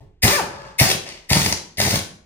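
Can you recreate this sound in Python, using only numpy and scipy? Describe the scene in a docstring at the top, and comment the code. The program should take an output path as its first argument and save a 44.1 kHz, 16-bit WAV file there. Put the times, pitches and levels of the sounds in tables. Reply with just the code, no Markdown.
"""Beside a car wheel, with walls nearby: an air impact wrench runs a lug nut on in four short trigger pulls.
Twice the vane motor spins up, its puffs of air turning from thuds to a whine; then the nut is tight and it labours.
Hammer clacks are cracks of noise that ring steel modes; the exhaust is coloured noise chopped by the vanes.
The coasting socket whirrs through resonances and rattles; decaying noise makes the wall echoes over a low rumble."""
import sys
import numpy as np
from scipy import signal
from scipy.fft import rfft, irfft
from scipy.io import wavfile
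from scipy.ndimage import uniform_filter1d

SR = 44100
rng = np.random.default_rng(int(sys.argv[2]) if len(sys.argv) > 2 else 0)


def generate_wav(sig):
    """Save sig (samples, or channels by samples) to the path in sys.argv[1] as 16-bit PCM at SR."""
    pcm = np.round(np.clip(np.atleast_2d(sig).T, -1, 1) * 32767).astype(np.int16)
    wavfile.write(sys.argv[1], SR, pcm)


N = 99225

# Trigger pulls. Each row: start in seconds, length in seconds, attack in seconds, level of the air flow in dB,
# sag in dB per second, level of the first spit of air in dB.
PULLS = [(0.218, 0.15, 0.013, -19, 27, -13), (0.779, 0.13, 0.017, -18, 35, -13.5),
         (1.285, 0.21, 0.026, -19.5, 28.5, -24.5), (1.77, 0.19, 0.032, -22.5, 8.5, -24.5)]


def undb(db):
    """Decibels to gain."""
    return 10 ** (np.asarray(db) / 20)


def clock():
    """Time of every sample in seconds."""
    return np.arange(N) / SR


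def unit(x):
    """Scale to rms 1."""
    return x / np.sqrt(np.mean(x ** 2) + 1e-18)


def on_log(hz, points):
    """Read (Hz, value) points on a log-frequency axis."""
    p = np.array(points, float)
    return np.interp(np.log(np.maximum(hz, 1)), np.log(p[:, 0]), p[:, 1])


def colour(x, points, size=4096):
    """Causal minimum-phase filter with the given spectrum shape and unit energy."""
    log_gain = np.log(undb(on_log(np.fft.rfftfreq(size, 1 / SR), points)))
    cepstrum = irfft(log_gain)
    # folding the cepstrum forward in time makes the filter causal
    cepstrum[1:size // 2] *= 2
    cepstrum[size // 2 + 1:] = 0
    response = irfft(np.exp(rfft(cepstrum)))
    return signal.fftconvolve(x, response / np.linalg.norm(response))[:N]


def noise():
    """White noise of spread 1."""
    return rng.standard_normal(N)


def walk(rate):
    """Smooth random drift with rms 1, a new target about `rate` times a second."""
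    hold = max(int(SR / rate), 1)
    steps = noise()[np.arange(N) // hold]
    return unit(uniform_filter1d(steps, hold))


def swell(start, length, attack, sag_db, release):
    """Squared attack, hold sagging by sag_db per second, exponential release."""
    age = clock() - start
    rise = np.clip(age / attack, 0, 1) ** 2
    sag = undb(-sag_db * np.clip(age, 0, length))
    fall = np.exp(-np.maximum(age - length, 0) / release)
    return rise * sag * fall


def motor(count=9):
    """Each vane lets out a puff: heavy thuds when slow, a whine when fast. Gives puffs, whine, vane count."""
    # One curve per pull. Each row: time in seconds, mean vane rate in Hz, level of the exhaust puffs in dB,
    # level of the whine in dB.
    curves = [
        [(.228, 89.25, -48, -29), (.24, 98.8, -14, -23.5), (.263, 125.7, -16, -24.5), (.28, 336.3, -18, -20.5),
         (.305, 465.6, -50, -25.5), (.33, 569.5, -35, -18), (.357, 598.4, -59, -17), (.38, 523, -44, -21.5),
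         (.398, 423.2, -52, -20), (.425, 290.5, -36, -34.5), (.465, 122.4, -42, -48), (.52, 84, -68.5, -60)],
        [(.795, 95.6, -54, -36), (.811, 124.8, -9.5, -22), (.83, 191.5, -23, -22), (.856, 344, -27, -29.5),
         (.875, 382.2, -48, -28.5), (.912, 394.6, -44, -31.5), (.932, 383, -37, -50), (.965, 369.4, -38, -50),
         (1.06, 363.7, -61, -71)],
        [(1.298, 95.8, -47, -82), (1.315, 100.5, -15, -23), (1.345, 140.1, -22.5, -34),
         (1.368, 160.3, -16, -23), (1.41, 144, -28, -35), (1.455, 91.2, -21, -38), (1.505, 89.8, -27, -41),
         (1.55, 87.4, -38, -73.5)],
        [(1.778, 100.5, -35.5, -45), (1.802, 106.3, -21, -54), (1.835, 111.5, -23, -31),
         (1.895, 90.2, -27, -31), (1.955, 88.9, -19.5, -51), (2.012, 90, -35, -55), (2.04, 89.87, -51, -58)],
    ]
    # Colour of the exhaust port. Each row: frequency in Hz, gain in dB.
    port_gain = [(100, -5.5), (250, -10), (370, 2.5), (580, -6), (720, 5.5), (850, 5), (1170, 1.5),
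                 (1450, 4.5), (1800, 2), (2050, -17), (2380, 3.5), (3000, -7), (5000, -21)]
    # Spectrum of the thud in each puff. Each row: frequency in Hz, relative level in dB per Hz.
    puff_spectrum = [(25, -54), (50, -7), (90, -0.5), (160, 3), (260, -3), (450, -10), (900, -21.5),
                     (2500, -6)]
    # Turbulence in each puff. Each row: frequency in Hz, relative level in dB per Hz.
    gust_spectrum = [(30, -52), (60, -4), (140, 3), (330, -5.5), (600, -6.5), (1200, -16.5), (3000, -34.5)]
    gust_db, whine_slope_db_oct = -4, -4
    whine_wobble, puff_jitter = 0.01936, .1  # spread as a share of the vane rate
    puff_scatter_db, puff_decay_cycles = 4.5, 0.47

    t, points = clock(), np.vstack(curves)
    hz = np.exp(np.interp(t, points[:, 0], np.log(points[:, 1])))
    puff_gain = whine_gain = 0
    for curve in curves:
        s, _, puff_db, whine_db = np.array(curve).T
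        running = (t > s[0]) & (t < s[-1])
        puff_gain = puff_gain + running * undb(np.interp(t, s, puff_db))
        whine_gain = whine_gain + running * undb(np.interp(t, s, whine_db))
    turns = np.cumsum(hz * (1 + whine_wobble * walk(200))) / SR
    vane_count = np.cumsum(hz * (1 + puff_jitter * walk(120))) / SR

    puff_size = undb(puff_scatter_db * noise()[vane_count.astype(int)])  # one draw per puff
    flow = np.exp(-(vane_count % 1) / puff_decay_cycles) * puff_size
    thuds = unit(colour(flow - flow.mean(), puff_spectrum))
    gusts = unit(colour(flow * noise(), gust_spectrum))
    puffs = (thuds + undb(gust_db) * gusts) * puff_gain

    whine = 0
    for k in range(1, count + 1):
        level_db = on_log(k * hz, port_gain) + whine_slope_db_oct * np.log2(k) + 2 * walk(70)
        whine = whine + undb(level_db) * np.sin(2 * np.pi * k * turns)
    return puffs, whine * whine_gain, vane_count


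def air_flow():
    """Air let through by the trigger: quick opening, sagging hold, short release."""
    release_s = 0.026
    return sum(undb(db) * swell(s, length, attack, sag, release_s)
               for s, length, attack, db, sag, _ in PULLS)


def hammer():
    """Steel strikes steel: a short crack, socket and wheel ring on, and the driven socket chatters."""
    # Hammer blows and socket clacks. Each row: start in seconds, level in dB.
    clacks = [(0.279, -7), (.798, -7), (0.853, -26), (0.883, -24), (0.901, -11.5), (.913, -11),
              (0.915, -12.5), (0.945, -48), (1.089, -25.5), (1.15, -40), (1.303, -13.5), (1.331, -3.5),
              (1.353, -15.5), (1.371, -11.5), (1.416, -11.5), (1.461, -9.5), (1.5244, -15), (1.526, -12.5),
              (1.573, -23.5), (1.772, -27), (1.801, -6.5), (1.815, -10), (1.864, -18), (1.909, -11.5),
              (1.957, -10.5), (1.991, -18.5)]
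    # Crack of the steel. Each row: frequency in Hz, relative level in dB per Hz.
    steel_spectrum = [(100, -14), (500, 4), (1400, -3.5), (2400, 1.5), (4300, 4), (6500, 0.5), (8500, -10),
                      (10500, -4), (16000, -38)]
    # Ringing of socket and wheel. Each row: frequency in Hz, relative level in dB, 60 dB decay in seconds.
    modes = [(356, 4.5, 0.24), (530, -8.5, 0.16), (868, 29, 0.083), (1056, -43, .2), (1680, -38, .2),
             (2080, -12, 0.16), (2530, -17, 0.14), (3550, 10.5, .2), (4110, -12, 0.28), (4800, -42.5, 0.2),
             (4800, 4, 0.073), (6020, 78, 0.05)]
    clack_s, ring_db = 0.0027, -28.5
    # small knocks of the loose socket, scaled by the air flow
    chatter_per_s, chatter_db, chatter_scatter_db = 59, -1, 1.5

    t = clock()
    knock_size = undb(chatter_db + chatter_scatter_db * noise())
    knocks = (rng.random(N) < chatter_per_s / SR) * knock_size * air_flow()
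    chatter = signal.lfilter([1], [1, -np.exp(-1 / (clack_s * SR))], knocks)
    blows = sum(undb(db) * (t >= s) * np.exp(-np.abs(t - s) / clack_s) for s, db in clacks)
    force = (chatter + blows) * noise()
    ring = sum(undb(db - 60 * t / t60) * np.sin(2 * np.pi * hz * t) for hz, db, t60 in modes)
    ringing = signal.fftconvolve(force, ring / np.linalg.norm(ring))[:N]
    return colour(force, steel_spectrum) + undb(ring_db) * ringing


def exhaust(vane_count):
    """Air spits as the valve opens, then hisses on, chopped by the vanes."""
    # Steady hiss. Each row: frequency in Hz, relative level in dB per Hz.
    hiss_spectrum = [(60, -14.5), (200, -13), (400, 2.5), (800, -4), (1400, -0.5), (2200, 4), (3000, -3),
                     (4600, 3.5), (6300, 3), (8400, -5), (10300, 2), (12000, -27.5), (14000, 3.5),
                     (16000, -13.5)]
    # First spit of air. Each row: frequency in Hz, relative level in dB per Hz.
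    spit_spectrum = [(200, -51), (1200, -9), (2100, 16), (3000, 2.5), (5500, 5.5), (8400, 0.5),
                     (10500, 8.5), (12000, -3), (14000, 12), (16000, -17.5)]
    spit_attack_s, spit_release_s = 0.013, 0.018
    chop_depth, flutter_db = 0.13, 2

    spit = sum(undb(db) * swell(s, 2 * spit_attack_s, spit_attack_s, 0, spit_release_s)
               for s, *_, db in PULLS)
    chop = 1 + chop_depth * np.cos(2 * np.pi * vane_count)
    flutter = undb(flutter_db * walk(350))
    hiss = colour(noise() * air_flow() * chop * flutter, hiss_spectrum)
    return hiss + colour(noise() * spit, spit_spectrum)


def coasting():
    """The socket coasts on the thread: noise through resonances whirrs, flickering noise rattles, both fade."""
    # Coasts. Each row: start in seconds, length in seconds, whirr level in dB, rattle level in dB.
    coasts = [(0.385, 0.29, -37, -45.5), (1.043, 0.06, -49.5, -37.5)]
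    # Resonances of the whirr. Each row: frequency in Hz, width of one of two equal stages in Hz, gain in dB.
    resonances = [(97, 102, 2.5), (411.6, 72.5, -1.5), (551.2, 95, 2), (873, 63, 3), (978, 71, 0),
                  (1230, 350, -3.5), (1660, 94, -2)]
    # Colour of the rattle. Each row: frequency in Hz, relative level in dB per Hz.
    rattle_spectrum = [(300, -0.5), (800, -0.5), (1400, -8.5), (2300, 1.5), (3500, -4.5), (4900, -1.5),
                       (6300, -6), (8500, -16), (11000, -23), (16000, -32)]
    attack_s, sag_db_s, release_s = 0.023, 13, 0.063
    rattle_flicker_db = 3

    hz = np.fft.rfftfreq(N, 1 / SR) + 1  # 1 Hz up, to avoid dividing by zero
    body = sum(undb(db) / (1 + 1j * (hz - f * f / hz) / width) ** 2 for f, width, db in resonances)
    whirr = unit(irfft(rfft(noise() * undb(1.4 * walk(90))) * body, N))
    rattle = unit(colour(noise() * undb(rattle_flicker_db * walk(400)), rattle_spectrum))
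    total = 0
    for s, length, whirr_db, rattle_db in coasts:
        envelope = swell(s, length, attack_s, sag_db_s, release_s)
        total = total + envelope * (undb(whirr_db) * whirr + undb(rattle_db) * rattle)
    return total


def bump():
    """The tool is seated on the nut: a soft, dull burst of noise before the first pull."""
    # Colour of the knock. Each row: frequency in Hz, relative level in dB per Hz.
    bump_spectrum = [(40, -2), (130, 1.5), (230, -16), (400, -10), (600, -21.5), (900, -20.5), (1300, -36),
                     (3000, -38.5), (14000, -55.5)]
    start_s, level_db, decay_s = 0.0047, -37.5, 0.035
    knock = noise() * swell(start_s, .004, 0.00067, 0, decay_s)
    return undb(level_db) * colour(knock, bump_spectrum)


def walls(x, count=14):
    """Diffuse echoes that die band by band; the bass is largely alike left and right."""
    # Reverberation of the place. 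Each row: frequency in Hz, 60 dB decay in seconds.
    decay_times = [(80, 0.4), (220, 0.59), (600, 0.54), (1500, 0.46), (4500, 0.4), (9000, 0.41),
                   (15000, 0.093)]
    delay_s, build_s = 0.003, 0.0061
    near_db, near_s = 1, 0.0017  # first echoes from wheel well, door and ground
    shared_hz, bass_apart = 520, .2  # well below shared_hz, little of the echo differs left to right

    t, hz = clock(), np.fft.rfftfreq(N, 1 / SR)
    apart = 1 - (1 - bass_apart) * np.exp(-(hz / shared_hz) ** 2)
    sides = np.array([[1], [-1]])
    field = (rfft(noise()) + sides * apart * rfft(noise())) / np.sqrt(1 + apart ** 2)
    centres = np.geomspace(60, 16000, count)
    tail = 0
    for centre, weights in zip(centres, np.eye(count)):
        build = np.clip((t - delay_s) / build_s, 0, 1)
        fade = np.exp(-np.log(1000) * t / on_log(centre, decay_times)) * build
        near_weight = min(centre / shared_hz, 1) ** 2  # weaker in the bass
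        near = np.exp(-t / near_s) * near_weight * np.sqrt(2 / (near_s * SR))
        envelope = np.hypot(fade / np.linalg.norm(fade), undb(near_db) * near)
        band = irfft(field * np.interp(hz, centres, weights), N)
        tail = tail + band * envelope
    return signal.fftconvolve(x[None], tail, axes=1)[:, :N]


def rumble():
    """Low background rumble: steady noise weighted to the deep bass."""
    # Colour of the rumble. Each row: frequency in Hz, relative level in dB per Hz.
    rumble_spectrum = [(20, 25), (40, -53), (55, 17), (100, -7), (180, -24), (400, -16.5), (900, -35),
                       (2000, -25.5), (8000, -44), (16000, -93)]
    level_db = -47.5
    return undb(level_db) * colour(noise(), rumble_spectrum)


def microphones(x):
    """Direct sound reaches the nearer left microphone first; a phase slope delays the right."""
    lead_s = 0.00011
    delay = np.exp(-2j * np.pi * np.fft.rfftfreq(N, 1 / SR) * lead_s)
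    return np.array([x, irfft(rfft(x) * delay, N)])


def scene():
    """The wrench heard directly and by its echoes, over the background rumble."""
    wrench_db, air_dry_db, clack_dry_db = -2, -2.5, 0
    air_wet_db, puff_wet_db, whine_wet_db, clack_wet_db = -1, -9, -3, -2  # sent to the walls

    puffs, whine, vane_count = motor()
    blows = hammer()
    air = exhaust(vane_count) + coasting() + bump()
    motor_wet = undb(puff_wet_db) * puffs + undb(whine_wet_db) * whine
    echoes = walls(undb(air_wet_db) * air + motor_wet + undb(clack_wet_db) * blows)
    direct = microphones(undb(air_dry_db) * air + undb(clack_dry_db) * blows + whine + puffs)
    return undb(wrench_db) * (direct + echoes) + microphones(rumble())


def record(dry):
    """Each microphone has its own colour; the recorder cuts deep bass, rounds the peaks and cuts the top."""
    # Balance of the microphones. Each row: frequency in Hz, left minus right in dB.
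    left_minus_right = [(60, -2), (140, -2.5), (280, 0), (500, 0.8), (1000, 2.5), (2000, 0), (4000, 4.55),
                        (8000, -0.7)]
    low_cut_hz, top_hz = 26, 15900

    difference_db = on_log(np.fft.rfftfreq(N, 1 / SR), left_minus_right)
    balance = undb(np.array([[1], [-1]]) * difference_db / 2)
    balanced = irfft(rfft(dry) * balance, N)
    low_cut = signal.butter(3, low_cut_hz, "high", fs=SR, output="sos")
    rounded = np.tanh(signal.sosfilt(low_cut, balanced))
    top_cut = signal.ellip(8, .2, 80, top_hz, fs=SR, output="sos")
    return signal.sosfilt(top_cut, rounded)


dry = scene()
out = record(dry)
generate_wav(out)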